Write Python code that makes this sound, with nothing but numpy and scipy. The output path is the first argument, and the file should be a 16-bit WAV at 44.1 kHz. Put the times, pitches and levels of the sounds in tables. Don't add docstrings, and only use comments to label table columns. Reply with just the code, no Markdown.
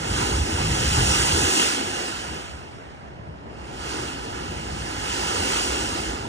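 import sys
import numpy as np
from scipy import signal
from scipy.io import wavfile
from scipy.ndimage import uniform_filter1d

SR = 44100
rng = np.random.default_rng(int(sys.argv[2]) if len(sys.argv) > 2 else 0)


def file_out(sig):
    cols = np.atleast_2d(sig).T
    lim = np.clip(cols, -1, 1)
    pcm = np.round(lim * 32767).astype(np.int16)
    wavfile.write(sys.argv[1], SR, pcm)


N = 276948
FRAME, HOP = 1024, 256
HZ = np.fft.rfftfreq(FRAME, 1 / SR)
T = np.arange(N // HOP + 4) * HOP / SR

# frequency in Hz, likeness 0-1 before the source's factor,
# lead in radians.
PORT_LIKENESS = [(170, 0.51, -1.4), (345, 0.83, -1.0), (600, 0.74, -1.6), (950, 0.81, -2.4),
                 (1120, 0.54, -3.9), (1290, 0.88, -4.0), (1900, 0.88, -3.3), (2240, 0.66, -3.2),
                 (2420, 0.58, -3.9), (2700, 0.89, -4.6), (3500, 0.68, -5.1), (3900, 0.23, -2.1),
                 (4150, 0.65, -3.1), (4450, 0.48, -2.9), (4720, 0.32, -2.9), (5000, 0.69, -2.2),
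                 (5300, 0.46, -2.6), (5550, 0.48, -3.8), (6100, 0.67, -4.7), (9000, 0.68, -4.7),
                 (10300, 0.21, -4.5)]

# frequency in Hz, relative density in dB per Hz.
STREET_SUM = [(18, -32), (30, 1), (126, -4.5), (270, -5.5), (314, -10.5), (540, -9), (596, -6.5),
              (675, -7.5), (1160, -18), (1900, -18.5), (2700, -33), (4200, -40), (4550, -48), (4680, -66),
              (4820, -49), (11000, -67), (14300, -92), (22000, -120)]
# frequency in Hz, relative density in dB per Hz.
STREET_DIFFERENCE = [(18, -30), (30, 4.5), (228, -8.5), (549, -10.5), (607, -4), (671, -14), (929, -9),
                     (1500, -18), (2120, -19), (12000, -60), (15600, -100), (22000, -120)]
STREET_DB, STREET_DIFFERENCE_DB = -49, 2.5

# time in seconds, level in dB.
DRONE_LEVEL = [(0, -45), (1.6, -48), (2.6, -61), (3.4, -47), (4.3, -50), (4.7, -48), (5.3, -41),
               (5.75, -40), (5.9, -43), (6.28, -49)]
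DRONE_HZ, DRONE_WAVER_HZ = 63.5, 3.8

# frequency in Hz, relative density in dB per Hz.
GUST_SPECTRUM = [(12, -45), (20, -22), (49, 2.5), (69, -4), (123, -8), (211, -10.5), (268, -6), (348, -14),
                 (400, -6), (520, -48), (880, -120)]
# time in seconds, level in dB.
STEADY_AIR = [(0, -31), (.3, -29), (.48, -34), (.65, -27), (.8, -30), (1.0, -21), (1.2, -30.5), (1.44, -31),
              (1.5, -48), (1.9, -45.5), (2.3, -45), (3.0, -50.5), (3.3, -48), (3.5, -46.5), (3.65, -40),
              (4.05, -43.5), (4.35, -42), (4.6, -37), (5.2, -41), (6.28, -38.5)]
# peak time in seconds, reference peak in dB, upper rumble relative to
# the lower in dB, thump pitch in Hz.
SINGLE_GUSTS = [(.19, -31, -5, 72), (0.328, -22, -3, 58.7), (0.407, -21.5, -4, 74), (0.541, -26.5, -2, 83),
                (0.731, -29, 4, 94), (0.901, -17.5, -11, 64), (1.0, -19.5, 0, 125), (1.097, -26, -4, 69),
                (1.339, -25, 8, 78), (1.449, -31, -5, 87), (2.299, -38, 11, 70), (2.54, -37.5, -10, 67),
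                (3.11, -50, -3, 70), (3.199, -42, 13, 110), (3.29, -43, 17, 99), (3.87, -37, 4, 70),
                (4.03, -42, 8, 137), (4.509, -46, 19, 91), (4.819, -29.5, 2, 62), (5.393, -32.5, -6, 87),
                (5.718, -33, -14, 62), (6.1, -28, 2, 55.7), (6.241, -36.5, -10, 113)]
GUST_SLOPE_DB_PER_S = 386
GUST_DIFFERENCE_DB, UPPER_SWING_DB = -21, 2
RUMBLE_DB, THUMP_DB = -7, -1
THUMP_S, THUMP_LEAN_DB = .025, 1.5
BOOM_HZ, BOOM_WIDTH_HZ, BOOM_DB = 63.7, 8.1, -29

# time in seconds, fizz level in dB.
FIZZ_LEVEL = [(0.0, -44), (0.21, -35.5), (0.44, -40), (1.14, -29.5), (1.31, -31), (1.63, -28.5),
              (1.84, -40), (2.04, -40), (2.43, -50.5), (2.69, -62.5), (3.2, -73.5), (3.45, -72.5),
              (3.7, -56.5), (3.9, -43.5), (4.04, -43.5), (4.2, -50), (4.65, -49), (4.95, -44.5),
              (5.12, -39), (5.56, -34), (6.09, -42.5), (6.28, -53.5)]
# time in seconds, level in dB.
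ROAR_LEVEL = [(0, -37), (.28, -31.5), (.5, -36), (1.6, -32), (1.8, -38.5), (2.05, -37.5), (2.2, -45),
              (2.35, -41), (2.5, -49.5), (3.1, -54), (3.25, -46.5), (3.4, -50.5), (3.75, -43.5),
              (4.05, -38), (4.2, -42.5), (4.55, -39.5), (5.0, -42), (5.15, -38), (5.55, -33.5),
              (6.28, -38.5)]
# frequency in Hz, relative density in dB per Hz.
SPRAY_SUM = [(70, -22), (170, -8.5), (240, 1), (340, 2.5), (450, -1.5), (620, -7), (800, -3), (1450, -4),
             (2000, -7.5), (2800, -4.5), (3700, -11), (4300, -8), (4700, -4.5), (5300, -7), (7000, -10),
             (9000, -13.5), (10000, -20.5), (10600, -32), (11300, -35)]
# frequency in Hz, relative density in dB per Hz.
SPRAY_DIFFERENCE = [(150, -21), (430, -2.5), (600, -7.5), (830, 2.5), (1200, -3), (1900, -11), (2700, -2),
                    (3300, -5.5), (3900, -16.5), (4800, -2), (5400, -15.5), (8500, -11), (10500, -18),
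                    (16000, -16)]
# frequency in Hz, width in Hz, depth in dB before aim,
# waver in Hz.
CANCELLATION_DIPS = [(630, 60, 11, 12), (1092, 72, 23.5, 23), (2410, 170, 14, 35), (4690, 190, 29, 38)]
# time in seconds, depth factor of the three lower
SPRAY_AIM = [(0, .75, 1.15), (.45, .8, 1.3), (1.0, 1.0, 1.4), (1.5, 1.0, 1.45), (1.6, 1.35, 1.45),
             (1.7, 1.2, 1.1), (1.85, .75, .9), (2.25, .7, 1.0), (2.32, .65, 1.25), (2.83, .5, 1.25),
             (2.92, .4, .6), (3.1, .3, .4), (3.6, .45, .45), (4.3, .85, .78), (6.28, .8, .7)]
FIZZ_HZ, RUSH_HZ, ROAR_HZ = 7100, 1660, 300
FIZZ_BAND_HZ = 5133, 10500
EVEN_DB = -36
RUSH_DB_PER_FIZZ_DB = 0.6
FLOOR_DB, FLOOR_HZ = 40, 100

LOW_CUT_HZ, SUM_EDGE_HZ, EDGE_HZ = 52.8, 10950, 15780


def gain_of(db):
    return 10 ** (np.asarray(db) / 20)


def evened(x):
    return x / np.sqrt(np.mean(abs(x) ** 2) + 1e-20)


def drifting(shape, frames):
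    return evened(uniform_filter1d(rng.standard_normal(shape), size=frames, axis=-1))


def level_at(times_s, table):
    return np.interp(times_s, *np.transpose(table))


def spectrum(table, column=1):
    table = np.array(table)
    return np.interp(np.log(HZ + 1), np.log(table[:, 0] + 1), table[:, column])


def band_db(shape_db, lo_hz, hi_hz):
    band = (HZ >= lo_hz) & (HZ < hi_hz)
    return 10 * np.log10(np.sum(gain_of(shape_db[band]) ** 2))


def port_noise(sum_db, difference_db, likeness, patchy_db, rough_db):
    white = rng.standard_normal((2, N + FRAME))
    white *= gain_of(rough_db * drifting(N + FRAME, 30))
    frames = signal.stft(white, nperseg=FRAME, noverlap=FRAME - HOP)[2][:, :, :len(T)]
    first, second = evened(frames)

    patches = rng.standard_normal((len(HZ), len(T)))
    patches = uniform_filter1d(patches, size=14, axis=0)
    patches = evened(uniform_filter1d(patches, size=12, axis=1))
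    mid = first * gain_of(patchy_db * patches)

    same = np.clip(likeness * spectrum(PORT_LIKENESS, column=1), 0, 1)[:, None]
    lead = np.exp(1j * spectrum(PORT_LIKENESS, column=2))[:, None]
    side = same * lead * mid + np.sqrt(1 - same ** 2) * second

    coloured = np.array([mid * gain_of(sum_db), side * gain_of(difference_db)])
    mid, side = signal.istft(coloured, nperseg=FRAME, noverlap=FRAME - HOP)[1][:, :N] / .866
    return np.array([mid + side, mid - side])


def street():
    sum_db = spectrum(STREET_SUM)
    level_db = STREET_DB - band_db(sum_db, 30, 11000)
    difference_db = spectrum(STREET_DIFFERENCE) + level_db + STREET_DIFFERENCE_DB
    return port_noise((sum_db + level_db)[:, None], difference_db[:, None],
                      likeness=0.15, patchy_db=2.0, rough_db=2.3)


def drone():
    t = np.arange(N) / SR
    hz = DRONE_HZ + DRONE_WAVER_HZ * np.interp(t, T, drifting(len(T), 10))
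    phase = 2 * np.pi * np.cumsum(hz) / SR
    return np.sqrt(2) * gain_of(level_at(t, DRONE_LEVEL)) * np.sin(phase)


def gusts():
    shape_db = spectrum(GUST_SPECTRUM)
    shape_db = shape_db - 30 * np.clip(np.log2(HZ / 170 + 1e-9), 0, 9)
    upper = np.clip((HZ[:, None] - 60) / 50, 0, 1)

    steady_db = level_at(T, STEADY_AIR) + upper * UPPER_SWING_DB * drifting(len(T), 8)
    power = gain_of(steady_db) ** 2
    for peak_s, peak_db, upper_db, _ in SINGLE_GUSTS:
        gust_db = peak_db + RUMBLE_DB + upper * upper_db - GUST_SLOPE_DB_PER_S * abs(T - peak_s)
        power = power + gain_of(gust_db) ** 2

    sum_db = shape_db[:, None] - band_db(shape_db, 40, 160) + 10 * np.log10(power)
    air = port_noise(sum_db, sum_db + GUST_DIFFERENCE_DB, likeness=0.95, patchy_db=0.5, rough_db=1.3)
    boom = signal.lfilter(*signal.iirpeak(BOOM_HZ, BOOM_HZ / BOOM_WIDTH_HZ, SR), air)
    return air + gain_of(BOOM_DB) * boom


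def thumps():
    t = np.arange(N) / SR
    out = np.zeros((2, N))
    for peak_s, peak_db, _, hz in SINGLE_GUSTS:
        phase, lean = rng.random(2)
        near = slice(max(round((peak_s - .15) * SR), 0), round((peak_s + .15) * SR))
        u = t[near] - peak_s
        lean_db = THUMP_LEAN_DB * (2 * lean - 1) * np.array([[1], [-1]])
        swell = np.sqrt(2) * np.exp(-.5 * (u / THUMP_S) ** 2)
        cycles = np.cos(2 * np.pi * (hz * u + phase))
        out[:, near] += gain_of(peak_db + THUMP_DB + lean_db) * swell * cycles
    return out


def dips_db():
    drift = drifting((len(CANCELLATION_DIPS), len(T)), 9)
    depth = drifting((len(CANCELLATION_DIPS), len(T)), 9)
    aim_s, lower, top = np.transpose(SPRAY_AIM)
    aim = np.array([np.interp(T, aim_s, factor) for factor in (lower, lower, lower, top)])
    aim *= np.clip(1 + .19 * depth, 0, 3)
    flat = np.clip(5 * (aim - 1), 0, 1) * np.array([[0], [0], [.5], [1]])

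    total_db = 0
    for i, (hz, width_hz, depth_db, waver_hz) in enumerate(CANCELLATION_DIPS):
        off_hz = abs(HZ[:, None] - hz - waver_hz * drift[i])
        total_db = total_db - aim[i] * depth_db * np.exp(-off_hz / width_hz)
        total_db = total_db - flat[i] * FLOOR_DB * np.exp(-(off_hz / FLOOR_HZ) ** 4)
    return total_db


def jets():
    octave = np.log2(HZ[:, None] + 1)
    to_fizz = np.clip((octave - np.log2(RUSH_HZ)) / np.log2(FIZZ_HZ / RUSH_HZ), 0, 1)
    to_roar = np.clip((np.log2(RUSH_HZ) - octave) / np.log2(RUSH_HZ / ROAR_HZ), 0, 1)
    to_rush = 1 - to_fizz - to_roar

    fizz_db = level_at(T, FIZZ_LEVEL)
    rush_db = EVEN_DB + RUSH_DB_PER_FIZZ_DB * (fizz_db - EVEN_DB)
    blend_db = to_fizz * fizz_db + to_rush * rush_db + to_roar * level_at(T, ROAR_LEVEL)

    flicker_db = 0.55 * to_fizz * rng.standard_normal(len(T))
    slow_swing_db = 0.5 * (1 - to_fizz) * drifting(len(T), 14)
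    sum_db = spectrum(SPRAY_SUM)
    level_db = blend_db + flicker_db + slow_swing_db - band_db(sum_db, *FIZZ_BAND_HZ)
    return port_noise(sum_db[:, None] + dips_db() + level_db,
                      spectrum(SPRAY_DIFFERENCE)[:, None] + level_db,
                      likeness=1.11, patchy_db=1.0, rough_db=0.0)


def scene():
    return street() + drone() + gusts() + thumps() + jets()


def low_pass(hz):
    return signal.firwin(511, hz, window=("kaiser", 9), fs=SR)


def record(dry):
    low_cut = signal.butter(4, LOW_CUT_HZ, "high", fs=SR, output="sos")
    left, right = signal.sosfilt(low_cut, dry)
    mid = signal.oaconvolve((left + right) / 2, low_pass(SUM_EDGE_HZ), "same")
    side = (left - right) / 2
    return signal.oaconvolve(np.array([mid + side, mid - side]), low_pass(EDGE_HZ)[None], "same")


dry = scene()
out = record(dry)
file_out(out)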